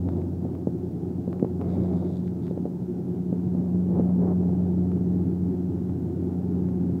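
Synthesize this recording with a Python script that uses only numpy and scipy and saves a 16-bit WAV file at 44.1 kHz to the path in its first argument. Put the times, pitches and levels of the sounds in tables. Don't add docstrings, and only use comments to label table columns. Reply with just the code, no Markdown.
import sys
import numpy as np
from scipy import signal
from scipy.fft import rfft, irfft, next_fast_len
from scipy.io import wavfile

SR = 44100
rng = np.random.default_rng(int(sys.argv[2]) if len(sys.argv) > 2 else 0)


def put_to_file(sound):
    columns = np.atleast_2d(sound).T
    safe = np.clip(columns, -1, 1)
    whole_steps = np.round(safe * 32767)
    wavfile.write(sys.argv[1], SR, whole_steps.astype(np.int16))


N = 308687
TIME = np.arange(N) / SR

# time_s, first_rms_db, second_rms_db, third_rms_db
DRONE_SWELLS = [(0.0, -29, -37.5, -45), (0.7, -39, -35.0, -46), (0.95, -40, -39.5, -54),
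                (1.45, -41, -32.0, -43), (1.55, -36.0, -34, -52.5), (1.8, -31.0, -27, -49),
                (2.65, -48.0, -34, -46.5), (2.9, -47.5, -33.5, -45.5), (3.95, -35.5, -23, -49.5),
                (4.6, -32.5, -23.0, -41), (5.7, -35.5, -29, -38), (6.0, -35, -37.5, -38.5),
                (6.65, -35, -26.5, -38.5), (7.0, -35, -29.5, -35.5)]


def gain_of(db):
    return np.exp(np.asarray(db) * np.log(10) / 20)


def evened(x):
    return x / np.sqrt(np.mean(x ** 2) + 1e-20)


def read(points, hz):
    point_hz, db = np.transpose(points)
    return np.interp(np.log(hz + 1), np.log(point_hz + 1), db)


def curve(rows, axis=1):
    rows = np.asarray(rows)
    return np.interp(TIME, rows[:, 0], rows[:, axis])


def noise(db_at):
    size = next_fast_len(N, True)
    hz = np.fft.rfftfreq(size, 1 / SR)
    bins = rng.standard_normal(len(hz)) + 1j * rng.standard_normal(len(hz))
    return irfft(bins * gain_of(db_at(hz)), size)[:N] * np.sqrt(SR * size) / 2


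def wander(rate_hz, size=4096):
    hz = np.fft.rfftfreq(size, TIME[-1] / size)
    spectrum = rfft(rng.standard_normal(size))
    slow = irfft(spectrum / np.sqrt(1 + (hz / rate_hz) ** 4))
    return np.interp(TIME, np.linspace(0, TIME[-1], size), evened(slow))


def bouts(rows, rise_s, fall_db_per_s):
    gains = []
    for start_s, hold_s, level_db in rows:
        rise = np.clip(1 + (TIME - start_s) / rise_s, 0, 1)
        past_hold_s = np.maximum(TIME - start_s - hold_s, 0)
        gains.append(rise * gain_of(level_db - fall_db_per_s * past_hold_s))
    return np.max(gains, axis=0)


def tap(colour, pitch=1, dispersion=1, size=4096):
    hz = abs(np.fft.fftfreq(size, 1 / SR))
    log_gain = np.log(gain_of(read(colour, hz / pitch)))
    phase = min(dispersion, 1) * signal.hilbert(log_gain).imag
    ring = np.fft.ifft(np.exp(log_gain - 1j * phase)).real
    return np.fft.fftshift(ring) / abs(ring).max()


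def add(mix, centre_s, sound):
    first = max(round(centre_s * SR) - len(sound) // 2, 0)
    part = mix[first:][:len(sound)]
    part += sound[:len(part)]


def propeller(passes, low_db=0, overtone_db=0, overtone_flutter=0.39):
    # multiple, rms_db
    overtones = [(4, -43.5), (5, -60), (6, -63), (7, -63.5), (8, -62.5), (9, -64), (10, -72), (11, -75),
                 (12, -79), (14, -80.5), (15, -81.5), (17, -89.5), (18, -87), (21, -89)]

    def tone(multiple, depth=.06):
        phase = 2 * np.pi * (multiple * passes + rng.random()) + depth * wander(2.1)
        flutter = (1 + depth * wander(4.0)) / np.sqrt(1 + depth ** 2)
        return np.sqrt(2) * flutter * np.cos(phase)

    out = np.zeros(N)
    for k in range(1, 4):
        out += gain_of(low_db + curve(DRONE_SWELLS, axis=k)) * tone(k)
    for multiple, rms_db in overtones:
        out += gain_of(overtone_db + rms_db) * tone(round(multiple), overtone_flutter)
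    return out


def airflow(level_db=0, follow=0.3, churn_db=1.0, fall_db_per_octave=10.5):
    # pitch_hz, density_db_per_hz
    roar = [(25, -90), (48, -84), (66, -74.5), (84, -63.5), (112, -55.5), (205, -58.5), (255, -55.5),
            (290, -60), (365, -57), (450, -72), (590, -81.5), (820, -83.5), (1100, -98), (1450, -102.5)]
    # pitch_hz, width_hz, boost_db
    cabin_modes = [(123.7, 12, 4), (167.1, 18, 6.5), (250, 20, 3), (331, 25, 2.5), (418, 14, 3.5),
                   (572, 7.9, 2.5), (728, 27, 5.5), (874, 36, 5.5)]

    def density_db(hz):
        octaves_above = np.log2(np.maximum(hz / roar[-1][0], 1))
        total_db = read(roar, hz) - fall_db_per_octave * octaves_above
        for mode_hz, width_hz, boost_db in cabin_modes:
            total_db = total_db + boost_db / (1 + (2 * (hz - mode_hz) / width_hz) ** 2)
        return total_db

    swell_db = (curve(DRONE_SWELLS, axis=1) + curve(DRONE_SWELLS, axis=2)) / 2
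    swell_db = follow * (swell_db - swell_db.mean())
    return noise(density_db) * gain_of(level_db + swell_db + churn_db * wander(9.4))


def hiss():
    # time_s, rms_db
    seal_level = [(0, -72.5), (3.4, -72), (5.3, -68.5), (7, -68)]
    # pitch_hz, relative_db
    seal_colour = [(600, -17), (1050, 1.5), (1250, 3.5), (1450, 2.5), (1520, 3), (1700, -4), (2100, -10),
                   (3000, -17), (8000, -34.5)]
    # pitch_hz, density_db_per_hz
    hiss_colour = [(1500, -112), (3000, -110.5), (5000, -110), (8000, -112), (11000, -114.8),
                   (14000, -112.5), (16000, -112.5)]
    seal = gain_of(curve(seal_level)) * evened(noise(lambda hz: read(seal_colour, hz)))
    return seal + noise(lambda hz: read(hiss_colour, hz))


def gusts(level_db=0, edge_db=-2, lumpy_db=1.5, grain_db=1.5):
    # start_s, hold_s, strength_db
    gust_bouts = [(.08, .11, -4.5), (.42, 0.11, -11), (1.33, 0.13, -9.5), (1.62, .43, -3),
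                  (3.55, 0.35, -11), (3.915, .095, -1), (4.075, .025, -3), (4.225, .08, 0.5),
                  (4.4, .26, -7), (4.75, 0.17, -13.5), (6.2, 0.42, -14)]
    # pitch_hz, density_db_per_hz
    body_colour = [(55, -105), (105, -58.5), (170, -56.5), (350, -54), (500, -63), (650, -66), (850, -74),
                   (1100, -86), (1400, -93.5), (1700, -100), (3000, -120), (6000, -135)]
    # pitch_hz, density_db_per_hz
    edge_colour = [(500, -100), (1000, -81.5), (1400, -88.5), (1600, -97), (2000, -101), (3000, -120),
                   (6000, -135)]
    size = next_fast_len(N, True)
    hz = np.fft.rfftfreq(size, 1 / SR)
    calm = gain_of(-19)
    strength = np.hypot(calm, bouts(gust_bouts, rise_s=.05, fall_db_per_s=110))
    texture_db = lumpy_db * wander(30) + grain_db * wander(160)

    def through_wall(colour, gain):
        eddies = evened(rng.standard_normal(N) * gain_of(texture_db)) * gain
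        heard = irfft(rfft(eddies, size) * gain_of(read(colour, hz)), size)[:N]
        return heard * np.sqrt(SR / 2)

    body = through_wall(body_colour, gain_of(level_db) * strength)
    return body + through_wall(edge_colour, gain_of(edge_db) * strength ** 2)


def knocks(bump_db=0, click_db=0, bump_dispersion=0.67, echo_t60_s=.1, echo_db=-11):
    # centre_s, peak_db, pitch_factor
    bumps = [(0.452, -21.5, 1.05), (0.672, -11, 0.97), (1.278, -16, 0.89), (1.427, -8, 0.87),
             (1.447, -19.5, 1.38), (2.511, -17, 0.91), (2.5763, -17.5, 1.04), (2.655, -15.5, 0.97),
             (2.662, -23, 1.2), (3.3276, -15, 0.92), (3.55, -20, 0.97), (3.9969, -11, 0.95),
             (6.898, -20, 0.83)]
    # pitch_hz, relative_db
    bump_colour = [(30, -47.5), (70, -20.5), (140, -2.5), (240, 1.5), (420, -3), (600, -9.5), (850, -25),
                   (1200, -40), (2000, -60), (5000, -72)]
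    # centre_s, peak_db, pitch_factor
    clicks = [(.089, -31, 0.61), (.218, -45, 1), (.552, -36, 0.49), (1.3295, -31.5, 0.65),
              (1.3968, -40, 1.03), (1.45, -42.5, 0.79), (1.614, -29.5, 0.52), (1.621, -35, 0.41),
              (2.279, -45.5, 1.7), (2.468, -45.5, 1.7), (2.4802, -43, 1.24), (4.918, -35.5, 0.52),
              (5.895, -38, 0.51), (6.6874, -39, 0.61)]
    # pitch_hz, relative_db
    click_colour = [(150, -30.5), (500, -2.5), (950, 6.5), (1500, -1.5), (2450, -7.5), (3000, -14.5),
                    (4000, -22), (6000, -25.5), (12000, -42.5)]
    out = np.zeros(N)
    for centre_s, peak_db, pitch in bumps:
        add(out, centre_s, gain_of(bump_db + peak_db) * tap(bump_colour, pitch, bump_dispersion))
    for centre_s, peak_db, pitch in clicks:
        add(out, centre_s, gain_of(click_db + peak_db) * tap(click_colour, pitch))
    t = TIME[:SR // 4]
    echo = rng.standard_normal(len(t)) * gain_of(-60 * t / echo_t60_s)
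    echo /= np.linalg.norm(echo)
    return out + gain_of(echo_db) * signal.oaconvolve(out, echo)[:N]


def loose_trim(passes, level_db=0.3, uneven_db=2.2, jitter_s=0.0004, bounce_s=0.0024, bounce_db=-5):
    # (peak, before level_db and uneven force)
    chatter = [(.1, .11, -58), (1.69, 0.061, -51.5), (1.815, .055, -50.5), (1.935, .08, -50),
               (2.05, .06, -50), (2.13, 0.04, -48), (2.25, 0.022, -52), (2.428, .057, -51.5)]
    # pitch_hz, relative_db
    chatter_colour = [(800, -7.5), (1800, -16.5), (2150, -3), (2500, -12.5), (3050, -13), (3450, 3),
                      (3850, 2.5), (4150, -5.5), (4700, -1.5), (5400, -14.5), (7300, -9.5), (10000, -21.5),
                      (15000, -27.5)]
    at = np.flatnonzero(np.diff(np.floor(passes)))
    shake = bouts(chatter, rise_s=.025, fall_db_per_s=260)
    chances = rng.standard_normal((len(at), 3))
    out, ring = np.zeros(N), tap(chatter_colour)
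    for pass_s, gain, (force, late, rebound) in zip(at / SR, shake[at], chances):
        hit = gain * gain_of(level_db + uneven_db * force) * ring
        hit_s = pass_s + jitter_s * late
        add(out, hit_s, hit)
        add(out, hit_s + bounce_s * np.exp(rebound / 2), gain_of(bounce_db) * hit)
    return out


def rub(grain_db=3):
    # start_s, hold_s, rms_db
    rub_bouts = [(1.615, .31, -61), (2.04, .03, -65)]
    # pitch_hz, relative_db
    rub_colour = [(200, -20), (600, 2.5), (1100, -4), (1450, -12), (1950, -11), (2150, -7), (2500, -18),
                  (5000, -26), (12000, -43)]
    slips = noise(lambda hz: read(rub_colour, hz)) * gain_of(grain_db * wander(150))
    return bouts(rub_bouts, rise_s=.015, fall_db_per_s=200) * evened(slips)


def scene():
    # time_s, blade_passes_hz
    speed = [(0, 89.65), (1.5, 90.0), (5.4, 90.15), (7, 89.9)]
    passes = np.cumsum(curve(speed)) / SR
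    steady = propeller(passes) + airflow() + hiss()
    passing = gusts() + knocks() + loose_trim(passes) + rub()
    return (steady + passing)[None]


def record(dry, edge_hz=15800, fade_s=.003):
    fade = np.minimum(1, np.minimum(TIME, TIME[::-1]) / fade_s)
    low_pass = signal.firwin(511, edge_hz, window=("kaiser", 9), fs=SR)
    return fade * signal.oaconvolve(dry, low_pass[None], "same")


dry = scene()
out = record(dry)
put_to_file(out)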